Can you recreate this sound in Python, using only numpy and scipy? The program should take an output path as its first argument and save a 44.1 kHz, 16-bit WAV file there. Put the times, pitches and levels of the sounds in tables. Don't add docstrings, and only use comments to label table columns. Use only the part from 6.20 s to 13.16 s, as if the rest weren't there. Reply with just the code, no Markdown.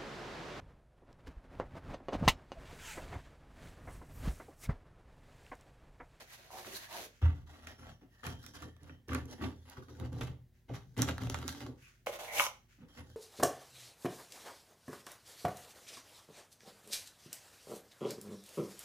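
import sys
import numpy as np
from scipy import signal
from scipy.fft import rfft, irfft, next_fast_len
from scipy.io import wavfile
from scipy.ndimage import uniform_filter1d, map_coordinates

SR = 44100
rng = np.random.default_rng(int(sys.argv[2]) if len(sys.argv) > 2 else 0)


def wav_record(signal):
    frames = np.transpose(np.atleast_2d(signal))
    bounded = np.clip(frames, -1, 1)
    quanta = np.round(bounded * 32767).astype(np.int16)
    wavfile.write(sys.argv[1], SR, quanta)


N = 306936
RING_T = np.arange(SR // 2) / SR
RING_HZ = np.fft.rfftfreq(len(RING_T), 1 / SR)

# pitch_hz, level_db, t60_s
BENCH_MODES = [(83.35, 5.5, 0.43), (81, -5, 0.16), (118.2, 4.5, 0.26), (132.4, -1.5, 0.27),
               (147, -0.5, 0.16), (163.4, -2, 0.17), (174.4, -6.5, 0.26)]
# pitch_hz, level_db, t60_s
PANEL_MODES = [(224.7, -7, 0.097), (253.6, -5, 0.18), (269.8, -5.5, 0.14), (292, -6, 0.17),
               (334.4, -11.5, 0.098), (365.2, -11.5, 0.14), (399.1, -16, 0.2), (440, -12.5, 0.088),
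               (510, -11, 0.1), (636, -12, 0.027), (861, -7, 0.016), (1149, -20, 0.064), (1370, -20, 0.025)]
# frequency_hz, level_db
WOOD_COLOUR = [(300, -34), (480, -0.5), (600, 2.5), (800, 3), (1050, 3), (1500, -1), (2200, -5), (2900, -2),
               (3800, -10.5), (7000, -55.5)]
# pitch_hz, width_hz, gain_db
WOOD_RESONANCES = [(674, 40, -2), (860, 70, 1), (1040, 60, -5), (1160, 70, 2), (1361, 70, 4), (1540, 70, 3),
                   (1890, 90, 2.5), (2070, 150, 6), (2350, 250, -4)]
# pitch_hz, width_hz, gain_db
STEEL_RESONANCES = [(1527, 420, 11), (1856, 92, 5.5), (3224, 180, 6.5), (3920, 190, 4.5), (4570, 190, 4),
                    (5770, 260, 1), (6980, 460, 5.5), (10870, 340, 3)]


def amp(db):
    return 10 ** (np.asarray(db) / 20)


def unit(x):
    return x / np.sqrt(np.mean(x ** 2) + 1e-20)


def along(points, hz):
    frequencies, values = np.transpose(points)
    return np.interp(np.log(hz + 1), np.log(frequencies), values)


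def timeline(points):
    return np.interp(np.arange(N) / SR, *np.transpose(points))


def wobble(rate):
    knots = rng.standard_normal(int(N * rate / SR) + 4)
    return unit(map_coordinates(knots, [np.arange(N) * rate / SR]))


def add(track, start_s, sound):
    part = track[..., max(round(start_s * SR), 0):][..., :sound.shape[-1]]
    part += sound[..., :part.shape[-1]]


def through(x, response):
    return signal.fftconvolve(np.atleast_2d(x), np.atleast_2d(response), axes=1)[:, :N]


def stereo(mid, side, width):
    return mid + width * np.array([side, -side])


def pan(db):
    return amp(np.reshape([db / 2, -db / 2], (2, -1)))


def delay_left(x, lag_s):
    return np.array([map_coordinates(x[0], [np.arange(N) - lag_s * SR]), x[1]])


def colour(points, peaks=()):
    peaks_db = sum(db / (1 + (2 * (RING_HZ - hz) / width) ** 2) for hz, width, db in peaks)
    cepstrum = irfft(np.log(amp(along(points, RING_HZ) + peaks_db)))
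    cepstrum[1:] *= 2
    cepstrum[len(cepstrum) // 2:] = 0
    response = irfft(np.exp(rfft(cepstrum)))
    return response / np.linalg.norm(response)


def ring(modes):
    response = np.zeros(len(RING_T))
    for k, (hz, db, t60_s) in enumerate(modes):
        decay = np.exp(-np.log(1000) * RING_T / t60_s)
        response += (-1) ** k * amp(db) * decay * np.sin(2 * np.pi * hz * RING_T)
    return response / np.linalg.norm(response)


def sing(hz, width_hz):
    band = signal.sosfilt(signal.butter(2, width_hz, fs=SR, output="sos"), rng.standard_normal((2, N)))
    phase = 2 * np.pi * np.cumsum(hz) / SR
    return unit(band[0] * np.cos(phase) + band[1] * np.sin(phase))


def grit(per_s, spread_db, smooth, alike):
    fractures = rng.random(N) < per_s / SR
    sizes = unit(fractures * amp(spread_db * np.clip(rng.standard_normal(N), -2, 2)))
    mid, side = sizes * rng.choice([-1, 1], (2, N)) + smooth * rng.standard_normal((2, N))
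    turn = np.arccos(alike) / 2
    return unit(stereo(np.cos(turn) * mid, side, np.sin(turn)))


def effort(strokes, responses, sag_db_per_s, curve):
    t = np.arange(SR) / SR
    power = np.zeros((len(responses), N))
    for start, rise, length, *levels in strokes:
        attack = np.clip(t / rise, 0, 1) ** curve
        for track, db, (lag, release) in zip(power, levels, responses):
            fall_db = sag_db_per_s * np.maximum(t - rise, 0) + release * np.maximum(t - length, 0)
            add(track, start + lag, (attack * amp(db - fall_db)) ** 2)
    return 10 * np.log10(power + 1e-14)


def knocks(contacts, modes, cycles):
    track, body = np.zeros((1, N)), ring(modes)
    for start, db, hz in contacts:
        turns = hz * RING_T
        blow = through(turns * np.exp(-turns / cycles) * np.sin(2 * np.pi * turns), body)
        add(track, start, amp(db) * blow / np.abs(blow).max())
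    return track


def motor_and_air(air_db=-71):
    # pitch_hz, level_db
    tones = [(48.4, -68), (118.4, -71.5), (236.9, -79.5), (360.7, -84.5)]
    # frequency_hz, level_db
    air_colour = [(20, -22.5), (35, -24), (50, -10.5), (80, 0.5), (170, -8.5), (320, -18.5), (560, -24.5),
                  (1300, -36), (1800, -28), (2400, -34.5), (6500, -37.5), (8000, -41), (16000, -36.5)]
    t, hum = np.arange(N) / SR, np.zeros(N)
    for hz, db in tones:
        hum += amp(db + 0.72 * wobble(5.5)) * np.sin(2 * np.pi * hz * t + 0.56 * wobble(1.5))
    mid, side = through(rng.standard_normal((2, N)), colour(air_colour))
    return hum + amp(air_db) * stereo(mid, side, width=amp(-11))


def wiping(lowest_hz=310):
    # start_s, rise_s, length_s, flex_db, rasp_db, hiss_db, first_flex_hz, last_flex_hz
    wipes = [ (0, 0.00029, 0.025, -59.5, -54, -62.5, 741, 683),
             (0.06, 0.1, 0.09, -65.5, -54, -58.5, 767, 730), (0.17, 0.025, 0.13, -67, -62, -71, 649.5, 640),
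             (.3, 0.018, 0.095, -52.5, -58, -60, 799, 873.5),
             (.36, 0.026, 0.075, -70, -53, -58.5, 879.5, 803),
             (.43, 0.028, 0.12, -59.5, -52, -56.5, 620, 500),
             (0.526, 0.029, 0.048, -65, -51, -49.5, 480, 418),
             (0.577, 0.042, 0.0747, -74, -53, -58.5, 805, 890),
             (0.667, 0.11, 0.12, -48.5, -46, -52.5, 980, 691.2),
             (0.786, 0.012, 0.0659, -52.5, -51.5, -53.5, 600.2, 369),
             (5.861, 0.0013, 0.038, -50, -49, -54, 567, 543.6),
             (5.909, 0.017, 0.049, -49.5, -48.5, -56.5, 534, 598.4),
             (5.987, 0.0041, 0.15, -49, -51, -56, 700, 764.6),
             (6.115, 0.073, .08, -40, -41, -39, 739, 683.3),
             (6.197, 0.011, 0.058, -38, -43.5, -40, 1020, 1104)]
    # lag_s, release_db_per_s
    responses = [(0, 359), (0, 459.5), (0, 467.5)]
    # time_s, firmness (0 limp, 1 firm)
    grip = [(.9, 0.14), (5.8, 0.9)]
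    # frequency_hz, level_db
    firm_colour = [(500, -19), (900, -11.5), (1300, -7), (1750, -5.5), (2200, -8), (2900, -9.5),
                   (3600, -10.5), (6000, -24)]
    # pitch_hz, width_hz, gain_db
    firm_peaks = [(845, 40, 7), (1070, 60, 8), (2190, 50, 6), (2610, 70, 3), (2810, 60, 6), (3040, 40, 4)]
    # frequency_hz, level_db
    limp_colour = [(300, -10), (550, -6), (900, -6.5), (1250, -6), (1800, -2), (3300, -7), (4300, -4.5),
                   (7000, -22)]
    # frequency_hz, level_db
    hiss_colour = [(2000, -25), (3500, 0), (4600, -4), (6200, 5), (8200, -4), (11500, 1.5), (14000, -1.5),
                   (16000, -9)]
    flex_db, rasp_db, hiss_db = effort(wipes, responses, sag_db_per_s=29.5, curve=0.98)
    t, flex_hz = np.arange(N) / SR, np.zeros(N)
    for start, _, length, *_, first_hz, last_hz in wipes:
        glide_hz = np.interp(t, [start, start + length], [first_hz, last_hz])
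        flex_hz = np.where(t >= start, glide_hz, flex_hz)
    firmness = timeline(grip)
    fibres = unit(amp(0.83 * wobble(60) + 1.5 * wobble(500)))
    flex = amp(flex_db - 0.5) * fibres * sing(flex_hz, width_hz=200)
    flex = signal.sosfilt(signal.butter(5, lowest_hz, "high", fs=SR, output="sos"), flex)
    rub = lambda db: amp(db) * fibres * grit(6000, spread_db=2, smooth=0.9, alike=0.08)
    rasp = through(np.sqrt(firmness) * rub(rasp_db), colour(firm_colour, firm_peaks))
    swish = through(np.sqrt(1 - firmness) * rub(rasp_db), colour(limp_colour))
    hiss = through(rub(hiss_db + 2.5), colour(hiss_colour))
    return (flex + rasp + swish + hiss) * pan(db=-1.5)


def flapping(release_db_per_s=300):
    # start_s, rise_s, length_s, level_db
    flaps = [(0, .005, 0.047, -67), (.31, 0.063, 0.085, -60.5), (.46, 0.0087, 0.028, -55.5),
             (.525, 0.014, 0.016, -55.5), (.835, .015, .04, -69)]
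    # frequency_hz, level_db
    puff_colour = [(110, -16), (200, -4.5), (300, -1), (480, -1.5), (800, -14), (2000, -44)]
    level_db, = effort(flaps, [(0, release_db_per_s)], sag_db_per_s=30, curve=0.43)
    puffs = amp(level_db) * grit(3700, spread_db=3.5, smooth=0.66, alike=0.9)
    return through(puffs, colour(puff_colour))


def rustling(lag_s=0.0014, release_db_per_s=150):
    # start_s, rise_s, length_s, level_db
    swings = [(0, 0.022, 0.2, -67), (.85, 0.044, 0.12, -71.5), (4.33, 0.024, 0.044, -81),
              (5.57, 0.06, 0.12, -66.5), (6.48, 0.032, 0.042, -68.5)]
    # frequency_hz, level_db
    cloth_colour = [(700, -14), (1500, 9), (2600, 6), (4000, -2), (6500, 2), (8500, -8), (11500, -8.5),
                    (16000, -14)]
    level_db, = effort(swings, [(lag_s, release_db_per_s)], sag_db_per_s=-17.5, curve=0.48)
    rub = amp(level_db) * grit(2300, spread_db=-1.5, smooth=0.55, alike=0.11)
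    return through(rub, colour(cloth_colour))


def squeaking(half_width=0.069, fade_share=0.43):
    # start_s, length_s, level_db, pitch_hz
    squeaks = [(0.065, 0.11, -66, 1930), (.544, 0.037, -49, 4220), (0.551, 0.15, -61.5, 1760),
               (5.614, .08, -66, 2580), (5.604, 0.066, -75, 11100), (6.066, 0.11, -48.5, 2140),
               (6.15, 0.1, -40, 2260), (6.166, 0.049, -39.5, 2820)]
    track = np.zeros((2, N))
    for start, length, db, hz in squeaks:
        swell = signal.windows.tukey(round(length * SR), fade_share)
        noise = stereo(*rng.standard_normal((2, len(swell))), width=1.2)
        edges_hz = [hz * (1 - half_width), hz * (1 + half_width)]
        band = signal.butter(2, edges_hz, "band", fs=SR, output="sos")
        add(track, start, amp(db) * swell * unit(signal.sosfilt(band, noise)))
    return track


def tapping():
    # start_s, level_db, pitch_hz
    taps = [(.303, -46.5, 850), (.385, -42.5, 910), (.447, -40, 1810), (5.8683, -27.5, 564.2),
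            (5.8687, -25.5, 2218), (5.8798, -34, 2192), (5.8925, -34.5, 520), (5.991, -37.5, 724),
            (6.1965, -11, 2396), (6.2035, -23.5, 1092), (6.2655, -24.5, 6370)]
    # pitch_hz, level_db, t60_s
    card_modes = [(516, -6.5, 0.083), (609, -1.5, 0.025), (834, -2.5, 0.034), (998, 2.5, 0.022),
                  (1360, 9.5, 0.0064), (2156, 4.5, 0.018), (2700, 13.5, 0.0029), (3159, 7, 0.0084),
                  (5820, 2.5, 0.0061)]
    return knocks(taps, card_modes, cycles=0.38) * pan(db=-1)


def catches(per_s=80, gain=0.35, life_s=0.0041):
    snags = (rng.random(N) < per_s / SR) * rng.uniform(0.17, 1.8, N)
    return 1 + gain * through(snags, np.exp(-RING_T / life_s))[0]


def shudder(force, modes):
    swing = through(force, ring(modes))
    power = uniform_filter1d(np.mean(swing ** 2, axis=0), size=SR // 12)
    return swing / np.sqrt(np.abs(power) + 1e-9)


def waver(x, stray_s):
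    index = np.arange(N) + stray_s * SR * wobble(8)
    return np.array([map_coordinates(side, [index], mode="mirror") for side in x])


def roam(x, depth_db):
    spectra = signal.stft(x, nperseg=512)[2]
    patches = uniform_filter1d(rng.standard_normal(spectra.shape[1:]), size=3, axis=0)
    patches = unit(uniform_filter1d(patches, size=11, axis=1))
    return signal.istft(spectra * unit(amp(depth_db * patches)), nperseg=512)[1][:, :N]


def scraping(place, judder_db=2.5, lurch_db=2):
    # start_s, rise_s, length_s, boom_db, hollow_db, rasp_db, hiss_db
    pushes = [ (1.014, 0.0042, 0.071, -33.5, -51.5, -49, -64), (1.14, 0.013, 0.046, -54, -66, -63.5, -70),
              (1.262, 0.041, 0.2, -59.5, -64.5, -59.5, -66), (1.462, 0.011, 0.051, -58, -61.5, -54.5, -60),
              (1.58, 0.0098, 0.13, -55, -62, -59.5, -66.5), (1.808, 0.012, 0.016, -74, -62, -65.5, -79),
              (1.9, 0.03, 0.29, -94, -84, -74.5, -76.5), (2.028, 0.03, 0.075, -43.5, -48.5, -48.5, -53.5),
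              (2.18, 0.06, 0.11, -63, -61, -71, -60.5), (2.335, 0.016, 0.029, -57, -54.5, -54.5, -55),
              (2.405, 0.023, 0.035, -48, -52, -56.5, -60), (2.595, 0.044, 0.11, -57.5, -62, -67.5, -73),
              (2.693, 0.0087, 0.027, -60, -57.5, -62.5, -76.5), (2.876, 0.085, 0.081, -37, -38, -43, -54),
              (3.075, 0.036, 0.054, -54, -52.5, -57.5, -60), (3.18, 0.025, 0.022, -62, -47, -56, -65),
              (3.21, 0.045, 0.035, -43, -38, -42.5, -52), (3.33, .03, 0.12, -61.5, -83, -87, -74.5),
              (3.452, 0.031, 0.12, -66, -61.5, -60, -65.5), (3.555, 0.02, 0.028, -52, -52.5, -74, -70.5),
              (3.615, 0.015, 0.01, -58, -59, -72, -64), (3.675, 0.014, 0.13, -53, -54.5, -69, -67),
              (3.785, 0.026, 0.063, -37, -45, -58.5, -65.5), (3.916, 0.01, 0.082, -47, -44.5, -61, -64.5),
              (4.006, 0.0045, 0.041, -38, -51, -47, -54), (4.065, 0.015, 0.033, -55, -52, -58, -72),
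              (4.482, 0.032, 0.022, -38.5, -47.5, -53.5, -66.5),
              (4.535, 0.0049, 0.011, -71, -61, -47.5, -53), (4.64, 0.033, 0.2, -56, -70, -86, -78),
              (4.768, 0.022, 0.061, -34, -36.5, -41, -47), (4.87, 0.01, 0.019, -39, -39, -43, -47.5),
              (5.0, 0.0061, 0.06, -38.5, -46.5, -52, -55.5), (5.09, 0.015, 0.18, -47, -50, -55, -57),
              (5.279, 0.0051, 0.021, -60, -66, -57, -49), (5.32, 0.011, 0.075, -55.5, -53.5, -59, -57.5),
              (5.403, 0.01, 0.032, -52, -47.5, -52, -56), (5.455, 0.0064, 0.01, -47.5, -45.5, -60, -60),
              (6.582, 0.0064, 0.063, -61, -57.5, -69, -84), (6.68, .015, 0.1, -80, -75, -68.5, -68),
              (6.764, 0.019, 0.032, -53, -53, -53, -61.5), (6.86, 0.057, 0.064, -58, -64, -74, -66)]
    # lag_s, release_db_per_s
    responses = [(0.012, 121), (0.0011, 182.5), (0, 273), (0, 255.5)]
    # frequency_hz, level_db
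    blade_colour = [(900, -22.5), (1600, 1), (2400, -18.5), (3200, 0.5), (4800, 1), (6500, -0.5),
                    (8500, -9), (11000, -5.5), (13500, -6), (16000, -13)]
    boom_db, hollow_db, rasp_db, hiss_db = effort(pushes, responses, sag_db_per_s=8.5, curve=0.58)
    slips = unit(amp(2.03 * wobble(70) + 2.02 * wobble(400)) * catches())

    drag = slips * grit(1200, spread_db=-2, smooth=0.54, alike=0.96)
    slow_rocking = amp(-6 + 5 * place) * shudder(drag, BENCH_MODES[:2])
    fast_rocking = amp(-2.5 - 0.65 * place) * shudder(drag, BENCH_MODES[2:])
    judder = unit(amp(judder_db * np.minimum(wobble(22), 1)))
    boom = amp(boom_db - 1.5) * judder * (slow_rocking + fast_rocking)

    lurch = unit(amp(lurch_db * wobble(31)))
    bending = shudder(slips * grit(1000, spread_db=0, smooth=0.46, alike=0.86), PANEL_MODES)
    hollow = amp(hollow_db - 2) * lurch * waver(bending, stray_s=0.00133)

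    wood_force = amp(rasp_db - 2.5) * slips * grit(900, spread_db=3, smooth=0.54, alike=0.66)
    steel_force = amp(hiss_db - 1.5) * slips * grit(1500, spread_db=-3, smooth=1, alike=0.075)
    rasp = roam(through(wood_force, colour(WOOD_COLOUR, WOOD_RESONANCES)), depth_db=1.5)
    hiss = roam(through(steel_force, colour(blade_colour, STEEL_RESONANCES)), depth_db=2)
    steel = hiss + blade_ring(rasp_db, hiss_db)
    return boom + hollow + rasp * pan(db=-0.5) + steel * pan(db=-2 * place)


def blade_ring(rasp_db, hiss_db, light_touch_db=-57, damping=0.14, flicker_db=4.5, bend=0.018):
    # time_s, flatness (0 on its edge, 1 pressed flat)
    flatness = [(1.42, 0.6), (1.5, 1), (2.6, 1), (3.25, 0.92), (3.6, 0.078), (6.55, 0), (6.68, 0.85)]
    # time_s, steadiness (0 to 1)
    creeping = [(1.86, 0.1), (1.95, 1), (2.3, 0.7), (2.85, 0.55), (2.95, 0.2)]
    edge_hz, flat_hz = (2086, 3900, 5860, 10760), (1822, 3120, 5610, 10670)
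    edge_db, flat_db, creep_db = -10, -3.5, -72
    flat = timeline(flatness)
    mode_hz = [(edge + (pressed - edge) * flat) * (1 + bend * wobble(9))
               for edge, pressed in zip(edge_hz, flat_hz)]
    damped_db = damping * np.maximum(hiss_db - light_touch_db, 0)
    creep = amp(creep_db) * timeline(creeping)
    drives = [amp(rasp_db - 10) + 0.85 * creep, amp(hiss_db - 6.5) + 0.5 * creep,
              amp(hiss_db - 4.5), amp(hiss_db - 9)]
    ringing = np.zeros(N)
    for drive, hz, width_hz in zip(drives, mode_hz, (65, 110, 170, 380)):
        flicker = unit(amp(flicker_db * np.minimum(wobble(18), 1.5)))
        ringing += drive * flicker * sing(hz, width_hz)
    return amp(edge_db + (flat_db - edge_db) * flat - damped_db) * ringing


def bumping():
    # start_s, peak_db, pitch_hz
    bumps = [(1.023, -23.5, 89), (1.819, -51.5, 330), (2.882, -43, 250), (2.92, -35, 241),
             (3.211, -31, 270), (3.24, -30.5, 255), (3.774, -45, 287), (3.799, -65, 530),
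             (3.932, -35.5, 146), (4.012, -41, 460), (4.4975, -35, 617), (4.512, -36.5, 107),
             (4.776, -29.5, 275), (4.792, -33.5, 254), (4.877, -32, 290), (4.8885, -33, 905),
             (5.007, -33, 240), (5.025, -30.5, 123), (5.083, -40, 372), (5.144, -39.5, 156),
             (5.185, -41.5, 106), (5.235, -40.5, 332), (5.281, -43, 257), (5.42, -43, 324),
             (5.464, -43, 284), (6.6, -48.5, 218)]
    return knocks(bumps, BENCH_MODES + PANEL_MODES, cycles=0.58)


def ticking(life_s=0.006, band_ratio=1.43):
    # start_s, peak_db, pitch_hz, left_minus_right_db
    ticks = [(1.47, -37.5, 2460, -1), (1.631, -49, 1500, 2), (2.033, -39, 1570, 5.5),
             (2.067, -31.5, 1680, 3.5), (2.24, -50, 1680, -1), (2.264, -46.5, 1680, -4),
             (2.426, -39.5, 1700, -2), (2.695, -43.5, 1850, -2), (2.891, -41, 2220, -6),
             (2.9179, -32.5, 1680, 7), (2.9313, -32.5, 1880, -10), (2.949, -27, 2000, -0.5),
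             (3.2113, -39.5, 1290, -5), (3.2407, -39, 2620, -15), (3.569, -43.5, 1380, 1),
             (3.624, -49, 1300, -5), (3.684, -51.5, 1480, 1), (3.823, -50, 1000, -8),
             (4.013, -34, 2140, -1), (4.016, -36.5, 2040, 0.5), (5.145, -30, 1610, -5),
             (5.279, -36, 1800, -5), (5.4187, -58, 1700, -7)]
    # frequency_hz, level_db
    tick_colour = [(600, -5), (1150, 12.5), (1600, -3), (2450, 4.5), (3300, -2), (8000, 0)]
    track, steel = np.zeros((2, N)), colour(tick_colour, STEEL_RESONANCES)
    for start, db, hz, side_db in ticks:
        mid, side = rng.standard_normal((2, len(RING_T))) * np.exp(-RING_T / life_s)
        band = signal.butter(2, [hz / band_ratio, hz * band_ratio], "band", fs=SR, output="sos")
        tick = through(signal.sosfilt(band, stereo(mid, side, width=0.88)), steel)
        add(track, start, amp(db) * pan(side_db) * tick / np.abs(tick).max())
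    return track


def flaking(crack_s=0.0011, crumble_s=0.005, tear_s=0.007):
    # start_s, level_db, wood_relative_db, left_minus_right_db
    flakes = [(1.4706, -37, -4, -0.5), (2.0657, -35, -27, -19), (2.088, -44.5, -14, -5.5),
              (2.2627, -35.5, -13, -12), (2.3526, -51, -15, -20), (2.4216, -41.5, -0.5, -8.5),
              (2.565, -55, 2.5, -2), (2.632, -48.5, -21, -9.5), (2.883, -40.5, -10, -5),
              (2.933, -40, -5, -12.5), (2.9471, -26, -11, -1), (3.055, -44, -24, -3.5),
              (3.111, -41.5, -18, -9.5), (3.498, -36.5, -26, -6), (3.7987, -40, 2.5, -4),
              (3.929, -48.5, 1, -12), (4.01, -33.5, 1, -3.5), (4.0134, -40, 3, -2), (4.0346, -41.5, 5, -9),
              (4.08, -53, 10, -9), (4.766, -45, 7, 2), (4.778, -35, -4, -8.5), (4.812, -34, -0.5, -2),
              (4.8189, -10.5, -11, -2), (4.8873, -30, 6.5, -1.5), (4.8904, -32.5, 3, 3),
              (4.909, -36.5, 5.5, 1.5), (4.9804, -34.5, 5, -2), (5.0345, -34, 1.5, 0), (5.053, -46, -8, 4),
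              (5.0703, -39, 7, -2.5), (5.098, -24, -4, 0), (5.1434, -26, 1, -3.5), (5.1872, -36.5, 2.5, 0),
              (5.227, -45, 9.5, -2), (5.2787, -22, -17, -5), (5.284, -32, -1, -1), (5.2905, -29, -1, 2),
              (5.348, -41.5, 2.5, -1), (5.405, -40, 2.5, -9), (5.4265, -44, 2, -3), (5.4637, -43, 6, -4)]
    # frequency_hz, level_db
    snap_colour = [(900, -36), (2500, -21), (3800, 1.5), (4800, -3), (6200, 4.5), (9000, -6.5), (11000, 1),
                   (13500, -5), (16000, -9.5)]
    steel, wood = np.zeros((2, N)), np.zeros((2, N))
    t = RING_T[:SR // 20]
    crack = (t / crack_s) ** 2 * np.exp(2 - 2 * t / crack_s)
    snap = crack + amp(-23) * np.exp(-t / crumble_s)
    for start, db, wood_db, side_db in flakes:
        noise = stereo(*rng.standard_normal((2, len(t))), width=0.3) * pan(side_db)
        uneven = np.interp(t, np.linspace(0, t[-1], 30), rng.exponential(size=30))
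        tear = amp(-15) * np.exp(-t / tear_s) * uneven
        add(steel, start, amp(db - 12) * snap * noise)
        add(wood, start, amp(db + wood_db - 11.5) * (snap + tear) * noise)
    return through(steel, colour(snap_colour)) + through(wood, colour(WOOD_COLOUR, WOOD_RESONANCES))


def workshop_echo(x, early_db=5, early_life_s=0.016, delay_s=0.002):
    # frequency_hz, t60_s
    decay_times = [(100, 0.23), (500, 0.35), (2000, 0.34), (6000, 0.36), (15000, 0.28)]
    # frequency_hz, level_db
    levels = [(80, -4), (250, -5.5), (600, 0), (1500, -6.5), (4000, -4), (15000, -11)]
    # frequency_hz, likeness (0 to 1)
    likeness = [(100, 1), (400, 0.86), (900, 0.39), (2000, 0), (15000, 0)]
    wet, hop = np.zeros((2, N)), SR // 3
    padded = np.pad(x, ((0, 0), (0, hop)))
    for start in range(0, N, hop):
        hz, t, noise = signal.stft(rng.standard_normal((2, SR // 2)), SR, nperseg=256)
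        tail = np.exp(-np.log(1000) * t / along(decay_times, hz)[:, None])
        decay = tail + amp(early_db) * np.exp(-t / early_life_s)
        turn = np.arccos(along(likeness, hz)) / 2
        gain = amp(along(levels, hz)) * [np.cos(turn), np.sin(turn)] / np.linalg.norm(decay, axis=1)
        mid, side = signal.istft(noise * decay * gain[..., None], SR, nperseg=256)[1] / np.sqrt(len(hz))
        piece = padded[:, start:start + 2 * hop]
        piece = piece * signal.windows.cosine(2 * hop)[:piece.shape[1]]
        add(wet, start / SR + delay_s, through(piece, stereo(mid, side, width=1)))
    return wet


def scene():
    # time_s, place (0 ahead, 1 right, negative left)
    knife_path = [(1.0, 1), (2.2, 1), (3.4, 0.73), (4.1, 0.16), (4.8, -0.22), (5.4, -0.34), (6.6, 1)]
    place = timeline(knife_path)
    panel = scraping(place) + flaking() + ticking() + bumping()
    card = wiping() + flapping() + squeaking() + tapping()
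    work = delay_left(panel, lag_s=0.00012 * place) + delay_left(card, lag_s=0.0001) + rustling()
    return work + workshop_echo(work) + motor_and_air()


def record(dry):
    low_hz, top_hz = 42.0, 16200
    size = next_fast_len(N + SR // 4)
    hz = np.fft.rfftfreq(size, 1 / SR)
    low_cut = hz ** 3 / np.sqrt(hz ** 6 + low_hz ** 6)
    return irfft(rfft(dry, size) * low_cut * (hz < top_hz), size)[:, :N]


dry = scene()
out = record(dry)
wav_record(out)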